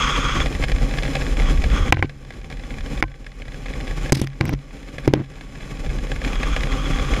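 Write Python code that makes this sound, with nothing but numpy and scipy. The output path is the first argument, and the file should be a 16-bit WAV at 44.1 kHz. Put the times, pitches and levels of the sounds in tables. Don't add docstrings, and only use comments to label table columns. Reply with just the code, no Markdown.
import sys
import numpy as np
from scipy import signal
from scipy.fft import rfft, irfft
from scipy.io import wavfile
from scipy.ndimage import uniform_filter1d, map_coordinates

SR = 44100
rng = np.random.default_rng(int(sys.argv[2]) if len(sys.argv) > 2 else 0)


def generate_wav(signal):
    frames = np.transpose(np.atleast_2d(signal))
    scaled = np.clip(frames, -1, 1) * 32767
    pcm = np.round(scaled).astype(np.int16)
    wavfile.write(sys.argv[1], SR, pcm)


N = 317520
TIME = np.arange(N) / SR

# [t/s, thud f/Hz, thud relative level/dB, clack relative level/dB,
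# snap relative level/dB, snap f/Hz]
KNOCKS = [(1.9242,99,0,11,0.5,2740), (1.97,88,-4.5,-12,-40,2000), (1.993,90,-3,-19,-36,2100),
          (2.0258,97,-6.5,2,-33,1700), (3.0255,318,-5.5,2.5,-12.5,1700), (3.038,44,-4.5,-13.5,-38,1800),
          (4.122,156,9,-2,-6.5,6250), (4.127,272,9.5,-22,-5.5,4100), (4.216,217,4.5,-22.5,-16.5,6500),
          (4.272,130,-50,-20.5,-23,2500), (4.41,147,2.5,-2,-16,4200), (4.454,131,-28,-14,-24.5,10700),
          (4.493,131,-21,-11,-28,10500), (4.537,48,-3.5,-25,-30,3000), (5.0775,373,11,-12,-12,2900),
          (5.084,114,0,-19,-29,2900), (5.137,408,12,-4.5,-7,2830)]
# [f/Hz, width/Hz, lift/dB]
HULL = [(139, 30, 11.5), (273.3, 53, 8.5), (517, 204, 10.5), (789, 65, 9.5)]
# [f/Hz, width/Hz, lift/dB; negative is a dip]
STEEL = [(1126, 140, 12.5), (2354, 1180, 7), (2760, 76, -12.5), (3050, 120, 0.5), (3370, 91, 7),
         (4064, 240, 6.9), (5150, 830, 8.5), (6330, 200, 7.5), (7230, 610, 9), (9420, 2000, 9.5)]


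def from_db(db):
    return 10 ** (np.asarray(db) / 20)


def rms_one(x):
    return x / np.sqrt(np.mean(x ** 2) + 1e-20)


def drift(rate):
    knots = rng.standard_normal(N // 10)
    used = knots[:int(TIME[-1] * rate) + 4]
    return rms_one(map_coordinates(used, [TIME * rate], order=2, mode="nearest"))


def colour(x, spectrum, resonances=(), size=16384):
    hz = np.maximum(np.fft.rfftfreq(size, 1 / SR), 1)
    points, levels = np.transpose(spectrum)
    db = np.interp(np.log(hz), np.log(points), levels)
    octaves_outside = np.abs(np.log2(hz / np.clip(hz, points[0], points[-1])))
    db = db - 20 * octaves_outside
    for centre, width, lift in resonances:
        db = db + lift / (1 + (2 * (hz - centre) / width) ** 2)
    cepstrum = irfft(np.log(from_db(db)))
    causal_log_spectrum = rfft(2 * cepstrum[:size // 2], size) - cepstrum[0]
    response = irfft(np.exp(causal_log_spectrum))
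    return signal.fftconvolve(x, response / np.linalg.norm(response))[:N]


def grains(per_s, spread_db):
    sizes = from_db(spread_db * np.minimum(rng.exponential(1, N), 4))
    happens = rng.random(N) < per_s / SR
    return rms_one(happens * sizes * rng.standard_normal(N))


def fade(impulses, t60):
    return signal.lfilter([1], [1, -from_db(-60 / (t60 * SR))], impulses + 1e-18)


def strikes(times, db):
    out = np.zeros(N)
    out[np.round(np.asarray(times) * SR).astype(int)] = from_db(db)
    return out


def ring(clicks, hz, t60):
    radius = from_db(-60 / (t60 * SR))
    angle = 2 * np.pi * hz / SR
    feedback = [1, -2 * radius * np.cos(angle), radius * radius]
    return signal.lfilter([0, np.sin(angle)], feedback, clicks + 1e-18)


def gust_lift():
    # [peak t/s, length t/s, lift/dB]
    gusts = [(0.203,1,1), (0.773,0.36,8), (1.497,0.73,8.5), (1.812,0.36,9.5), (5.906,0.38,8), (6.7,2.1,3)]
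    lift_db = np.zeros(N)
    for peak, length, lift in gusts:
        phase = np.pi * np.clip((TIME - peak) / length, -.5, .5)
        lift_db += lift * np.cos(phase) ** 2
    return lift_db


def wind(breeze_db=-23.5, lumpy_db=1.5):
    # [f/Hz, relative level/dB]
    buffet = [(12,-16), (24,-6.5), (38,-1.5), (55,-6.5), (80,-16), (110,-25), (250,-37)]
    eddies = colour(rng.standard_normal(N), buffet, [(38, 12, 7)])
    eddies = eddies / np.sqrt(uniform_filter1d(eddies ** 2, size=5000) + 1e-9)
    return eddies * from_db(breeze_db + gust_lift() + lumpy_db * drift(rate=23))


def runners(hiss_db=-38, rumble_db=-30, hiss_patchy_db=1.9, rumble_patchy_db=2.5):
    # [t/s, level/dB]
    slow_level = [(0,1), (.6,1), (1.85,1), (2.25,-0.5), (2.6,-1.5), (3.9,0), (5,3), (5.8,3), (6.2,-1.5),
                  (7.2,1)]
    # [f/Hz, relative level/dB]
    hiss = [(500, -14), (900, -13.5), (1500, -5), (2000, -6.5), (3000, -9), (4500, -17.5), (7000, -18.5),
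            (8200, -27.5), (11000, -28), (13000, -27.8), (15000, -36)]
    # [f/Hz, relative level/dB]
    rumble = [(55, -14.5), (100, -0.5), (200, 0.5), (400, -8), (640, -15.5), (920, -15.5), (1500, -54.5)]
    gust_load = 0.29
    run_db = np.interp(TIME, *np.transpose(slow_level))
    surface = drift(rate=45)
    grit_db = hiss_db + run_db + hiss_patchy_db * surface
    jolts_db = rumble_db + run_db + gust_load * gust_lift() + rumble_patchy_db * surface
    grit = grains(per_s=16000, spread_db=2.0) * from_db(grit_db)
    jolts = grains(per_s=4000, spread_db=1.5) * from_db(jolts_db)
    return colour(grit, hiss, STEEL) + colour(jolts, rumble, HULL)


def skid(attack_s=0.079, release_s=0.047, flutter_db=2.0, waver_s=0.00024):
    # [start t/s, end t/s, starting level/dB, easing by the end/dB; negative bites harder]
    skids = [(0,.41,-21,5.5), (1.416,1.486,-39,-8), (1.753,1.877,-28,5), (6.246,6.584,-39.5,-6.5),
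             (6.693,7.2,-35.5,-1)]
    # [f/Hz, relative level/dB]
    scraping = [(600, -31.5), (900, -4), (1080, 3), (1400, 5), (1700, -3.5), (2400, 0), (2900, -11),
                (4200, -20.5), (7000, -28), (8000, -24), (14000, -64)]
    # [f/Hz, width/Hz, lift/dB]
    edge = [(1163, 120, 7), (3335, 460, 20), (5140, 870, 9.5), (6490, 1170, 18.6)]
    slip = np.zeros(N)
    for start, end, level_db, easing_db in skids:
        contact = np.interp(TIME, [start - attack_s, start, end, end + release_s], [0, 1, 1, 0])
        slip += contact * from_db(level_db - np.interp(TIME, [start, end], [0, easing_db]))
    bites = grains(per_s=20000, spread_db=2.5) * from_db(flutter_db * drift(rate=70))
    scrape = colour(bites * slip, scraping, edge)
    return np.interp(TIME + waver_s * drift(rate=30), TIME, scrape)


def cracks(crack_db=1.5, crunch_t60=0.024, rattle_db=-17, rattle_t60=0.07, ping_db=0.5):
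    # [t/s, relative level/dB]
    crossings = [(0.46,-22), (.525,-26.5), (0.625,-23), (0.639,-19.5), (.718,-23), (0.893,-35), (.985,-20),
                 (1.033,-21.5), (1.134,-26), (1.154,-18), (1.64,-19), (2.095,-16), (2.305,-22), (2.501,-21),
                 (2.784,-25.5), (3.266,-20), (3.659,-25), (3.878,-26.5), (4.983,-16.5), (5.41,-17),
                 (6.117,-19.5), (6.247,-24), (6.276,-27), (6.431,-20), (6.564,-19), (6.634,-20)]
    # [f/Hz, relative level/dB]
    crack_colour = [(80, 11), (300, -3), (700, 1.5), (1100, -10.5), (2000, 3), (3400, -6), (5000, -15),
                    (7500, -25), (14000, -36)]
    # [f/Hz, relative level/dB, t60/s]
    blade = [(1666,-5,0.041), (2280,-4.5,0.014), (3483,-7.5,0.019), (5250,-13.5,0.0035)]
    flaws_per_s, flaw_db, flaw_spread_db = 24, -27.5, 0.5
    flaw_sizes = from_db(flaw_db + flaw_spread_db * np.clip(rng.standard_normal(N), -2, 2))
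    flaws = (rng.random(N) < flaws_per_s / SR) * flaw_sizes
    hits = strikes(*np.transpose(crossings)) + flaws
    envelope = fade(hits, crunch_t60) + from_db(rattle_db) * fade(hits, rattle_t60)
    noise = from_db(crack_db) * envelope * rng.standard_normal(N)
    out = colour(noise, crack_colour, [*HULL, *STEEL])
    for k, (hz, mode_db, t60) in enumerate(blade):
        spot_db = 2 * rng.standard_normal(N)
        out += (-1) ** k * ring(hits * from_db(ping_db + mode_db + spot_db), hz, t60)
    return out


def rubs(judder_db=-1.5, edge_s=0.0079, scratch_db=-5.5, easing_db=-1.0, catching_db=5.5):
    # [start t/s, end t/s, judder relative level/dB, scratch relative level/dB,
    # scratch f/Hz, fine hiss relative level/dB]
    drags = [(1.934,1.954,-4,-16,2210,-50), (1.974,2.008,-18,-15,2120,-50), (2.025,2.062,-3.5,-13,2200,-47),
             (4.129,4.207,-4,-17.5,5040,-23), (4.212,4.252,-3,-11,3040,-18), (4.4,4.554,-1.5,-23,5800,-37),
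             (5.067,5.125,-6,-20,2300,-50), (5.126,5.226,-3,-16,700,-50)]
    # [f/Hz, relative level/dB]
    judder_colour = [(25,-13), (70,-1.5), (130,1), (200,-2.5), (320,-2), (470,-17.5), (800,-24),
                     (2000,-30.5)]
    # [f/Hz, relative level/dB]
    friction_colour = [(400,-3), (1000,-7.5), (2300,7), (3500,4.5), (6000,-3), (8000,-23.5), (14000,-30)]
    fine_band_hz = [5700, 11400]
    judder, scratch, fine = np.zeros((3, N))
    friction = rng.standard_normal(N) * from_db(scratch_db + catching_db * drift(rate=110))
    for start, end, drag_db, rasp_db, hz, hiss_db in drags:
        contact = np.clip(np.minimum(TIME - start, end - TIME) / edge_s, 0, 1)
        contact = contact * from_db(np.interp(TIME, [start, end], [0, easing_db]))
        judder += contact * from_db(drag_db + judder_db)
        fine += contact * from_db(hiss_db)
        band = colour(contact * from_db(rasp_db) * friction, friction_colour, [(hz, hz / 4, 9)])
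        scratch += signal.sosfilt(signal.butter(1, 1.3 * hz, fs=SR, output="sos"), band)
    fine_filter = signal.butter(2, fine_band_hz, "band", fs=SR, output="sos")
    fine = signal.sosfilt(fine_filter, fine * friction)
    slips = judder * grains(per_s=1500, spread_db=1.5)
    return scratch + fine + colour(slips, judder_colour, [(139.6, 7.9, 10)])


def case_buzz(buzz_db=8.0, buzz_t60=0.021):
    times, _, _, clack_db = np.transpose(KNOCKS)[:4]
    buzz = fade(strikes(times, clack_db + buzz_db), buzz_t60) * rng.standard_normal(N)
    return signal.sosfilt(signal.butter(3, [600, 2900], "band", fs=SR, output="sos"), buzz)


def case_snap(snap_db=13.5, snap_t60=0.0091, snap_width=1.42):
    out = np.zeros(N)
    noise = rng.standard_normal(N)
    for s, _, _, _, level_db, hz in KNOCKS:
        low, high = hz / snap_width, min(hz * snap_width, .45 * SR)
        band_gain = np.sqrt(SR / 2 / (high - low))
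        burst = fade(strikes([s], level_db + snap_db), snap_t60) * noise * band_gain
        out += signal.sosfilt(signal.butter(2, [low, high], "band", fs=SR, output="sos"), burst)
    return out


def thumps(thump_db=4.5, cycles=8.1):
    return sum(ring(strikes([s], thud_db + thump_db), hz, cycles / hz) for s, hz, thud_db, *_ in KNOCKS)


def knocks(knock_db=6.5, below_db_per_octave=6.5, treble_db=-5):
    # [f/Hz, relative level/dB, t60/s]
    helmet_modes = [(97.5,-7.5,0.17), (134.8,-9,0.35), (316,-7,0.063), (361,-7,0.033), (509,-5.5,0.026),
                    (685,-7,0.024), (800,0,0.018), (1044,-10,0.045), (1570,4.5,0.0077), (1540,-35,0.31),
                    (1960,-2,0.014), (2300,3,0.012), (2780,-3.5,0.011), (3180,-12,0.022), (4960,5,0.009),
                    (6260,2,0.0097), (8700,-19,0.0034), (11600,3,0.0016)]
    times, thud_hz = np.transpose(KNOCKS)[:2]
    chance_db = rng.standard_normal((len(times), len(helmet_modes)))
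    out = np.zeros(N)
    for k, (hz, mode_db, t60) in enumerate(helmet_modes):
        blow_db = []
        for _, pitch, thud_db, clack_db, snap_db, _ in KNOCKS:
            points = np.log([pitch, 1300, 2400, 4800])
            levels = [thud_db, clack_db, clack_db, snap_db + treble_db]
            blow_db.append(np.interp(np.log(hz), points, levels))
        blow_db = np.array(blow_db) - below_db_per_octave * np.maximum(np.log2(thud_hz / hz), 0)
        sign = 1 if hz < 600 else (-1) ** k
        out += sign * ring(strikes(times, blow_db + mode_db + knock_db + chance_db[:, k]), hz, t60)
    return out


def scene():
    ride = wind() + runners() + skid() + cracks()
    helmet = rubs() + case_buzz() + case_snap() + thumps() + knocks()
    return (ride + helmet)[None]


def gain_control(x, threshold_db=-9.0, deepest_db=20.0, release_db_per_s=17, ahead_s=0.014):
    level_db = 10 * np.log10(np.maximum(uniform_filter1d(x ** 2, size=130), 1e-12))
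    over_db = np.clip(level_db - threshold_db, 0, deepest_db)
    recovery_db = release_db_per_s * TIME
    held_db = np.maximum.accumulate(over_db + recovery_db) - recovery_db
    early_db = np.interp(TIME + ahead_s, TIME, held_db)
    return x * from_db(-uniform_filter1d(early_db, size=220))


def record(dry):
    cutoff_hz = 15100
    clipped = np.clip(gain_control(dry[0]), -1, 1)
    return signal.sosfilt(signal.ellip(10, .1, 80, cutoff_hz, fs=SR, output="sos"), clipped)[None]


dry = scene()
out = record(dry)
generate_wav(out)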